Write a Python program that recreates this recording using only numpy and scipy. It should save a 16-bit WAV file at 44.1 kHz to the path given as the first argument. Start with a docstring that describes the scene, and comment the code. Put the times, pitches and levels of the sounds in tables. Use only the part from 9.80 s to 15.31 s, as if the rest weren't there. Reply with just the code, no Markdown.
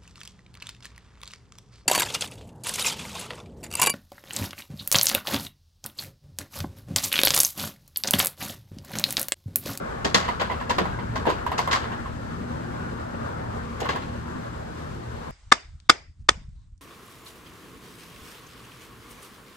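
"""In a yard beside an idling engine, a timber frame is lowered from a truck's tailgate and settles in knocks.
After a pause it is nudged once more; something small and hard taps close to the microphone.
Blows are shaped noise plus decaying board modes over a hollow thud; taps are short rings with a noise tick.
Scrapes are trains of tiny blows, bumps are dull low rings, and the engine is a few wavering sines.
The steady outdoor wash is filtered noise whose bands swell separately."""
import sys
import numpy as np
from scipy import signal
from scipy.fft import rfft, irfft, next_fast_len
from scipy.io import wavfile
from scipy.ndimage import uniform_filter1d

SR = 44100
rng = np.random.default_rng(int(sys.argv[2]) if len(sys.argv) > 2 else 0)


def generate_wav(signal):
    """Clip the signal to [-1, 1] and save it as 16-bit WAV at the path in sys.argv[1]."""
    frames = np.transpose(np.atleast_2d(signal))
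    scaled = np.clip(frames, -1, 1) * 32767
    pcm = np.round(scaled).astype(np.int16)
    wavfile.write(sys.argv[1], SR, pcm)


N = 242983
TIME = np.arange(N) / SR

# engine tones: pitch_hz, level_db (rms before swell, throb and port balance)
ENGINE_TONES = [(78.3, -47), (116.5, -44.5), (158, -48.5), (236, -47)]
# swell of the engine's highest tone: time_s, gain_db
HIGH_TONE_SWELL = [(0, -1.5), (2.3, -1.5), (2.55, 3.5), (3.2, 3), (3.9, 1), (4.6, 2), (5.1, -10.5),
                   (5.5, 0)]
# spectrum of the exhaust rumble: frequency_hz, relative_density_db (per Hz)
EXHAUST_SPECTRUM = [(12, -56), (22, -39), (36, -7), (55, 0), (70, 2), (118, -4), (140, -5), (190, -3),
                    (240, -4.5), (290, -7.5), (400, -12), (780, -55), (2000, -97.5)]
# spectrum of the airy wash: frequency_hz, relative_density_db (per Hz)
AIR_SPECTRUM = [(250, -4.5), (410, -0.5), (520, 2), (630, 4), (780, 1), (1100, 0), (1650, -2.5),
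                (2000, -10.5), (2400, -15.5), (4200, -21.5), (6000, -25.5), (7800, -26.5), (9400, -33.5),
                (13000, -39.5), (14200, -56), (16000, -80)]
# slow swells of the wash bands: time_s, deep_rumble_db, upper_rumble_db, low_middle_db, middle_db (gains)
WASH_SWELLS = [(0, -39, -36.5, -34.5, -33.5), (.6, -34.5, -40, -34, -34.5), (1.4, -34.5, -35, -36.5, -35.5),
               (1.95, -36, -39, -32.5, -31), (2.35, -35, -38.5, -37, -39), (2.9, -37.5, -32.5, -35, -36.5),
               (3.25, -35, -39.5, -35, -36), (3.6, -36, -37.5, -34.5, -35),
               (3.85, -36.5, -38.5, -35, -37.5), (4.35, -39, -38.5, -37.5, -38),
               (4.8, -37.5, -38.5, -36.5, -39.5), (5.15, -39, -39.5, -37.5, -41.5),
               (5.5, -38, -40, -38, -40)]
# wash at the two ports: frequency_hz, likeness (0 to 1)
WASH_LIKENESS = [(30, 0.48), (170, 0.79), (400, 0.6), (600, 1), (1100, 0.2), (1600, 0.6), (2200, 0.09),
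                 (7500, 0.14), (9300, 1), (13000, 0.83)]
# wash at the two ports: frequency_hz, left_minus_right_db
WASH_LEAN = [(30, 0.5), (230, 4), (480, -3.5), (1100, 5.5), (1900, 2.5), (4600, 6.5), (6100, 3), (7800, 4),
             (9200, -1)]
# wash at the two ports: frequency_hz, left_lead_rad
WASH_PHASE = [(0, 0), (200, 0.27), (600, 2.5), (800, 3.5), (1460, 1.83), (1900, 2), (3620, -4.5),
              (6120, -10.5), (6600, -10), (7580, -16.5), (8800, -18.5), (9900, -16), (11100, -12.5),
              (13000, -11.5)]
# frame at the two ports: frequency_hz, likeness (0 to 1)
FRAME_LIKENESS = [(100, 1), (400, 0.53), (7000, 0.12), (9300, 0.99), (13000, 0.27)]
# frame at the two ports: frequency_hz, left_minus_right_db
FRAME_LEAN = [(260, 10), (450, -2), (900, -1.5), (1400, 2), (2700, 1.5), (4000, 3.5), (5200, 4.5),
              (6500, -1), (7500, 2.5), (12000, -1)]
# frame at the two ports: frequency_hz, left_lead_rad
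FRAME_PHASE = [(50, 0.2), (400, 0), (750, 2.5), (1400, 2.5), (2500, .5), (4200, -3.5), (5200, -8),
               (6200, -12.5), (9300, -8.5), (12000, 0), (13200, -14), (14000, -4)]
# blows on the frame: start_s, strength_db, extra_crack_db,
# thud_weight_db (relative to the blow, before the thud gain), thud_pitch_hz, contact_rise_s
KNOCKS = [(0.2456, -16, 5.5, -6.5, 392, 0.0018), (0.3437, -8, 3.5, -12.5, 470, 0.0014),
          (0.401, -26.5, 0, -12, 630, .002), (0.422, -25, -7, -15, 660, .002),
          (0.45, -26.5, 3, -24, 600, .003), (0.478, -20.5, -3, -13, 470, 0.0037),
          (0.5961, -15.5, -3.5, -20.5, 519, .004), (0.6104, -20, 1, -6.5, 626, 0.003),
          (0.797, -30, 2, -11, 560, .003), (0.8945, -18, 7.5, -11.5, 560, 0.0023),
          (0.982, -16, -0.5, -7.5, 397, 0.0012), (1.3553, -23.5, 6.5, -11, 620, 0.00098),
          (1.4663, -19.5, -10, 1.5, 484, 0.0025), (1.4864, -20, 2.5, -5, 603, 0.0065),
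          (1.7789, -17.5, 9, -19, 434, 0.0013), (1.9108, -14, 3.5, -19.5, 496, .003),
          (1.928, -13, 4, -17.5, 649, 0.0021), (3.341, -38.5, -2, 1, 593, .003),
          (4.0004, -33, 21.5, -5, 282, .003), (4.0148, -27.5, -10, 1.5, 446, .004),
          (4.0471, -25, -3, -7, 580, 0.0045), (4.088, -18, 3, -10.5, 430, 0.0017),
          (4.126, -29.5, -2, -6.5, 434, 0.0022), (4.149, -31, 3, -10, 560, .002),
          (4.219, -32.5, 7, -10, 510, 0.0023), (4.283, -36.5, -9, -15, 450, 0.0026)]
# resonances of the boards: pitch_hz, relative_level_db, t60_s
BOARD_MODES = [(171, -7, 0.16), (503, -5, 0.14), (637, -7.5, 0.34), (982, -5, 0.18), (1104, -1, 0.23),
               (1666, -6, 0.11), (1857, -1.5, 0.13), (2037, 1.5, 0.091), (2737, -2, 0.085),
               (2980, -4, 0.055), (3270, -7, 0.13), (3850, -12, 0.23), (4220, -9, 0.14), (4300, -8, 0.16),
               (4660, -5, 0.16), (5350, -8, .14), (5700, -15, .13), (6190, -12, 0.079), (6660, -3, 0.088),
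               (6900, -4, 0.097)]
# the wood's dense ring between those resonances: frequency_hz, relative_density_db (per Hz)
WOOD_SPECTRUM = [(60, -19), (160, 11.5), (450, 13.5), (750, 10.5), (1100, 7.5), (1650, 5.5), (2400, 0.5),
                 (4200, 4), (5300, 1), (6800, -1), (8200, -4.5), (9400, -22), (11000, -13), (13500, -29),
                 (16000, -44)]
# soft, dull bumps: start_s, level_db, pitch_hz, t60_s
BUMPS = [(.358, -23.5, 194, 0.16), (1.003, -22, 344, 0.093), (1.01, -23, 174, 0.17),
         (1.29, -26.5, 115.7, 0.67), (2.02, -34, 378, 0.069), (3.343, -35, 330, 0.081),
         (4.553, -27.5, 240, 0.11)]
# close taps: start_s, ring_db (before port gains), ring_pitch_hz, overtone_pitch_hz,
# overtone_db (relative to the ring), body_db (relative to the ring), tick_db (gain), jolt_db (strength)
TAPS = [(0.4876, -19.5, 975, 2000, -9, -7, -52, -28.5), (0.617, -26.5, 1054, 1480, -7, 0, -51, -27),
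        (0.699, -22.5, 995, 2000, -8, -4, -61, -26), (0.716, -25.5, 985, 2020, -10, 0, -54, -26.5),
        (0.812, -26.5, 1010, 1680, -8, -6, -58, -31.5), (0.905, -16.5, 980, 1690, -10, -7, -46, -22.5),
        (0.984, -19, 1035, 1660, -9, 1, -46, -27), (1.054, -25.5, 1002, 1980, -12, 0, -58, -29),
        (1.188, -26.5, 1000, 2050, -14, -10, -68, -30), (1.361, -26.5, 1078, 1610, -2.5, -1, -54, -34),
        (1.454, -23.5, 960, 1710, -9, -5, -56, -27), (1.466, -19.5, 925, 1690, -12, -3, -50, -23),
        (1.501, -17.5, 1004, 1390, -12, -7, -47.5, -25), (1.665, -18, 990, 1610, -13, -15, -49, -26),
        (1.7166, -24, 1000, 1860, -20, 1.5, -50, -23.5), (1.791, -14, 1007, 2050, -17, -7.5, -44, -26),
        (1.875, -18, 1035, 2070, -18, -4, -47.5, -27), (1.931, -30, 1080, 2070, 7, -8, -50, -29),
        (1.949, -21, 1063, 2080, -8, -15, -58, -27), (1.962, -22.5, 1090, 1880, -10, -14, -60, -27),
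        (2.043, -29.5, 1020, 2050, -11, -4, -66, -30), (2.117, -29, 1035, 1610, -16, -9, -60, -28),
        (2.258, -28.5, 1100, 1700, -11, -9, -68, -33.5), (4.004, -45, 910, 1780, -6, 9, -47, -40),
        (4.056, -24, 1080, 1500, -5, -16, -55, -31), (4.091, -22, 1115, 1630, -5, -19, -53, -24),
        (4.159, -24.5, 990, 1640, -7.5, -8, -53, -27)]
# spectrum of a tap's snap: frequency_hz, relative_density_db (per Hz)
TICK_SPECTRUM = [(200, 4), (700, 21), (1500, 16), (3000, 14), (6000, 2.5), (8200, 6.5), (9600, -4),
                 (11000, 2), (13300, 0.5), (15800, -19)]
# wood dragging on wood: start_s, length_s, level_db (rms before the ports), treble_db
SCRAPES = [(1.913, 0.081, -37.5, -3), (4.011, .075, -43.5, -21)]


def amp(db):
    """Decibel definition: 20 dB is a tenfold amplitude ratio."""
    return 10 ** (np.asarray(db) / 20)


def evened(x):
    """Power normalisation: scales to rms 1."""
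    return x / np.sqrt(np.mean(x ** 2) + 1e-20)


def read(points, hz):
    """Logarithmic interpolation: joins (Hz, value) points on a log-frequency axis."""
    f, value = np.transpose(points)
    return np.interp(np.log(hz + 1), np.log(f + 1), value)


def add(mix, s, sound):
    """Superposition: mixes a stereo sound in at time s."""
    part = mix[:, max(round(s * SR), 0):][:, :sound.shape[1]]
    part += sound[:, :part.shape[1]]


def colour(x, points, size=2048):
    """Minimum phase: a causal filter whose phase follows from its (Hz, dB) response."""
    log_gain = np.log(amp(read(points, abs(np.fft.fftfreq(size, 1 / SR)))))
    response = np.exp(np.conj(signal.hilbert(log_gain)))
    impulse = np.fft.ifft(response).real
    return signal.oaconvolve(x, impulse[None], axes=1)[:, :x.shape[1]]


def drift(rate_hz, size=N):
    """Band-limited randomness: noise under a Gaussian low-pass, rms 1."""
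    n = next_fast_len(size)
    spectrum = rfft(rng.standard_normal(n))
    lowpass = np.exp(-(np.fft.rfftfreq(n, 1 / SR) / rate_hz) ** 2)
    return evened(irfft(spectrum * lowpass, n)[:size])


def split(x, hz):
    """Complementary bands: zero-phase parts below and above hz that sum to the input."""
    below = signal.sosfiltfilt(signal.butter(3, hz, fs=SR, output="sos"), x)
    return below, x - below


def ports(pair, likeness, phase, lean):
    """Partial coherence: two unrelated signals become what two microphone ports pick up."""
    hz = np.fft.rfftfreq(N, 1 / SR)
    shared, separate = rfft(pair)
    same = np.clip(read(likeness, hz), 0, 1)
    lean_db = read(lean, hz)
    left = shared * np.exp(1j * np.interp(hz, *np.transpose(phase))) * amp(lean_db / 2)
    right = (same * shared + np.sqrt(1 - same ** 2) * separate) * amp(-lean_db / 2)
    return irfft(np.array([left, right]), N)


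def at_frame(pair):
    """Spatial coherence of the frame's sound across the two ports."""
    return ports(pair, FRAME_LIKENESS, FRAME_PHASE, FRAME_LEAN)


def idle(wander=0.01187, throb_db=3.0, left_lead_s=0.00046):
    """Additive tones with random frequency and amplitude modulation, arriving first at the left port."""
    hum = np.zeros((2, N))
    swells = [0] * (len(ENGINE_TONES) - 1) + [np.interp(TIME, *np.transpose(HIGH_TONE_SWELL))]
    for (hz, db), swell_db in zip(ENGINE_TONES, swells):
        clock = np.cumsum(1 + wander * drift(6.0)) / SR + np.array([[left_lead_s], [0]])
        strength = np.sqrt(2) * amp(db + swell_db + throb_db * drift(10.7))
        hum += strength * np.sin(2 * np.pi * (hz * clock + rng.random()))
    return hum * amp([[.4], [-.6]])


def port_noise(points):
    """Filtered random noise: the outdoor spectrum at both ports, rms 1."""
    noise = colour(rng.standard_normal((2, N)), points, size=8192)
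    return evened(ports(noise, WASH_LIKENESS, WASH_PHASE, WASH_LEAN))


def waver(x, depth_db=2.0):
    """Time-frequency modulation: narrow patches swell and fade, each on its own."""
    z = signal.stft(x, nperseg=1024, noverlap=768)[2]
    patches = rng.standard_normal(z[0].T.shape)
    patches = uniform_filter1d(patches, size=14, axis=0)  # over time frames
    patches = uniform_filter1d(patches, size=4, axis=1)  # over frequency bins
    gain = evened(amp(depth_db * evened(patches)))
    return signal.istft(z * gain.T, nperseg=1024, noverlap=768)[1][:, :N]


def outdoors(deep_swell_db=1.65, upper_swell_db=1.46, flutter_db=0.8, hiss_db=-53):
    """Band-wise modulation of noise: exhaust rumble and the airy wash of the yard."""
    s, *curves = np.transpose(WASH_SWELLS)
    deep_db, upper_db, low_db, middle_db = [np.interp(TIME, s, curve) for curve in curves]
    deep, upper = split(port_noise(EXHAUST_SPECTRUM), 113)
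    rumble = deep * amp(deep_db + deep_swell_db * drift(10.0))
    rumble += upper * amp(upper_db + upper_swell_db * drift(5.1))
    air, hiss = split(port_noise(AIR_SPECTRUM), 2345)
    low, middle = split(evened(waver(air)), 890)
    wash = low * amp(low_db) + middle * amp(middle_db) + evened(hiss) * amp(hiss_db)
    return rumble + wash * amp(flutter_db * drift(12.4))


def knock(body_db, thud_db, crack_db, rise, t60, snap_db=10, snap_t60=0.018, dense_db=-1, modes_db=-9.5,
          yard_db=-19, yard_t60=0.67, bass_rise=0.0026, treble_life=0.94, chatter_db=1.0, grit_db=-1.5,
          grit_per_s=240):
    """Impact excitation of damped modes: a snap, a chattering ring, a faint tail off truck and yard."""
    t = np.arange(SR // 2) / SR
    low, high, sharp = rng.standard_normal((3, 2, len(t)))
    # the rough faces catch in tiny separate clicks
    grit = (rng.random(len(t)) < grit_per_s / SR) * rng.choice([-1, 1], high.shape)
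    high = evened(high + amp(grit_db) * evened(grit))
    tail = amp(yard_db - 60 * t / yard_t60)
    # slow bending waves build up later and last longer than the treble
    bass = signal.lfilter(*signal.butter(2, 1600, fs=SR), low)
    bass *= (amp(-60 * t / t60) + tail) * (1 - np.exp(-t / bass_rise))
    treble = signal.lfilter(*signal.butter(2, 1600, "high", fs=SR), high)
    treble *= amp(-60 * t / (t60 * treble_life)) + tail
    snap_tilt = [(500, -14.5), (1500, -9.5), (3000, 3.5), (5300, 1), (8000, -5)]  # Hz, dB
    snap = colour(sharp * amp(snap_db - 60 * t / snap_t60), snap_tilt)
    # loose joints touch again and again while the frame shakes
    chatter = amp(chatter_db * drift(280, size=len(t)))
    dense = colour((bass + treble) * chatter + snap, WOOD_SPECTRUM)
    hz, db, mode_t60 = np.transpose(BOARD_MODES)[:, :, None]
    phase = rng.random((2, len(BOARD_MODES), 1))
    modes = (amp(db - 60 * t / mode_t60) * np.sin(2 * np.pi * (hz * t + phase))).sum(1)
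    blow = (amp(dense_db) * dense + amp(modes_db) * modes) * (1 - np.exp(-t / rise))
    # where and how hard the wood meets sets the weight of thud and crack
    return colour(blow, [(450, thud_db), (1000, body_db - 1.5), (3000, body_db - 4.5), (6000, crack_db + 0.5)])


def strike(db, rise, extra_crack_db=0, weight_db=-14, wood_t60=0.2):
    """Nonlinear contact: a harder blow is brighter and snaps more, and its snap lasts longer."""
    crack_db = -9 + 1.43 * db + extra_crack_db
    snap_db = 18.5 + 0.95 * db
    snap_t60 = 0.071 * amp(db) ** 0.61
    return knock(db, db + weight_db, crack_db, rise, wood_t60, snap_db, snap_t60)


def hollow(hz, t60, halo_db, halo_t60, halo_width, rise):
    """Damped resonance: one short ring, its pitch blurred by reflections over relative width halo_width."""
    t = np.arange(SR // 3) / SR
    phase = rng.random() + rng.uniform(-.2, .2, (2, 1))  # cycles
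    tone = np.sin(2 * np.pi * (hz * t + phase)) * amp(-60 * t / t60)
    edges = [hz / (1 + halo_width), hz * (1 + halo_width)]
    band = signal.butter(2, edges, "band", fs=SR, output="sos")
    halo = evened(signal.sosfilt(band, rng.standard_normal((2, len(t)))))
    halo *= amp(halo_db - 60 * t / halo_t60)
    return (tone + halo) * (1 - np.exp(-t / rise))


def frame_knocks(thud_gain_db=4, rock_s=.104, rock_spread_s=.005, rock_db=-17, bend_ratio=1.725, bend_db=-10.5):
    """Modal impact and rebound: each blow rings boards over a hollow thud; the frame rocks back softly."""
    wood, thuds = np.zeros((2, 2, N))
    for s, db, extra_crack_db, weight_db, hz, rise in KNOCKS:
        add(wood, s, strike(db, rise, extra_crack_db, weight_db))
        rock_at = s + rock_s + rock_spread_s * rng.standard_normal()
        add(wood, rock_at, strike(db + rock_db, rise=.004))
        thud = hollow(hz, t60=0.066, halo_db=-5, halo_t60=0.13, halo_width=0.47, rise=0.0016)
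        # second bending mode of the thud
        bend = hollow(hz * bend_ratio, t60=0.021, halo_db=3.5, halo_t60=0.13, halo_width=0.095, rise=0.00064)
        add(thuds, s, amp(db + weight_db + thud_gain_db) * (thud + amp(bend_db) * bend))
    return at_frame(wood) + thuds


def bumps():
    """Low damped resonance: dull rings with a soft start."""
    out = np.zeros((2, N))
    for s, db, hz, t60 in BUMPS:
        add(out, s, amp(db) * hollow(hz, t60, halo_db=-3.5, halo_t60=.15, halo_width=0.27, rise=0.0023))
    return out


def tick(snap_db=7, t60=0.035, tail_db=-16, tail_t60=0.25):
    """Broadband transient: the bright snap that starts a tap, and its scatter."""
    t = np.arange(SR // 4) / SR
    dying = amp(-60 * t / t60) + amp(tail_db - 60 * t / tail_t60)
    return amp(snap_db) * colour(rng.standard_normal((2, len(t))) * dying, TICK_SPECTRUM)


def close_taps(left_db=3, right_db=5, bounce_s=.011, bounce_db=-7, body_ratio=0.755, jolt_rise_s=0.0036):
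    """Position-dependent resonance: each tap ticks, rings by where it lands, bounces once, jolts the boards."""
    wood, rings = np.zeros((2, 2, N))
    for s, db, hz, overtone_hz, overtone_db, body_db, tick_db, jolt_db in TAPS:
        add(wood, s, strike(jolt_db, jolt_rise_s, extra_crack_db=-3.5, weight_db=-6.5))
        for at, touch_db in (s, 0), (s + bounce_s, bounce_db):
            ring = hollow(hz, t60=0.039, halo_db=-12.5, halo_t60=0.13, halo_width=0.085, rise=0.0004)
            body = hollow(hz * body_ratio, t60=0.019, halo_db=-8.5, halo_t60=0.11, halo_width=0.28, rise=.0009)
            overtone = hollow(overtone_hz, t60=0.038, halo_db=-10, halo_t60=0.12, halo_width=.08, rise=0.00099)
            add(wood, at, amp(tick_db + touch_db) * tick())
            add(rings, at, amp(db + touch_db) * (ring + amp(body_db) * body + amp(overtone_db) * overtone))
    return at_frame(wood) + rings * amp([[left_db], [right_db]])


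def scrapes(skew=0.33, slips_per_s=180):
    """Stick-slip friction: uneven slips, each a tiny blow on the boards, build up quickly and thin out."""
    wood = np.zeros((2, N))
    for s, length, db, treble_db in SCRAPES:
        u = np.arange(0, 1, 1 / (length * SR))
        slips = (rng.random(len(u)) < slips_per_s / SR) * rng.standard_normal(len(u))
        slips *= np.sin(np.pi * u ** skew)
        slip = knock(body_db=2.5, thud_db=-25, crack_db=treble_db, rise=0.00044, t60=.04, modes_db=-21)
        drag = signal.oaconvolve(slips[None], slip, axes=1)
        add(wood, s, amp(db) * drag / (drag[:, :len(u)].std() + 1e-9))
    return at_frame(wood)


def scene():
    """Superposition of sources: idle and wash under knocks, bumps, taps and scrapes."""
    return idle() + outdoors() + frame_knocks() + bumps() + close_taps() + scrapes()


def record(dry, ceiling_db=-4, edge_hz=15800):
    """Saturation and band limiting: the recorder rounds off peaks near its ceiling and cuts the top."""
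    rounded = dry / (1 + (dry / amp(ceiling_db)) ** 4) ** .25
    lowpass = signal.firwin(511, edge_hz, window=("kaiser", 9), fs=SR)
    return signal.oaconvolve(rounded, lowpass[None], "same")


dry = scene()
out = record(dry)
generate_wav(out)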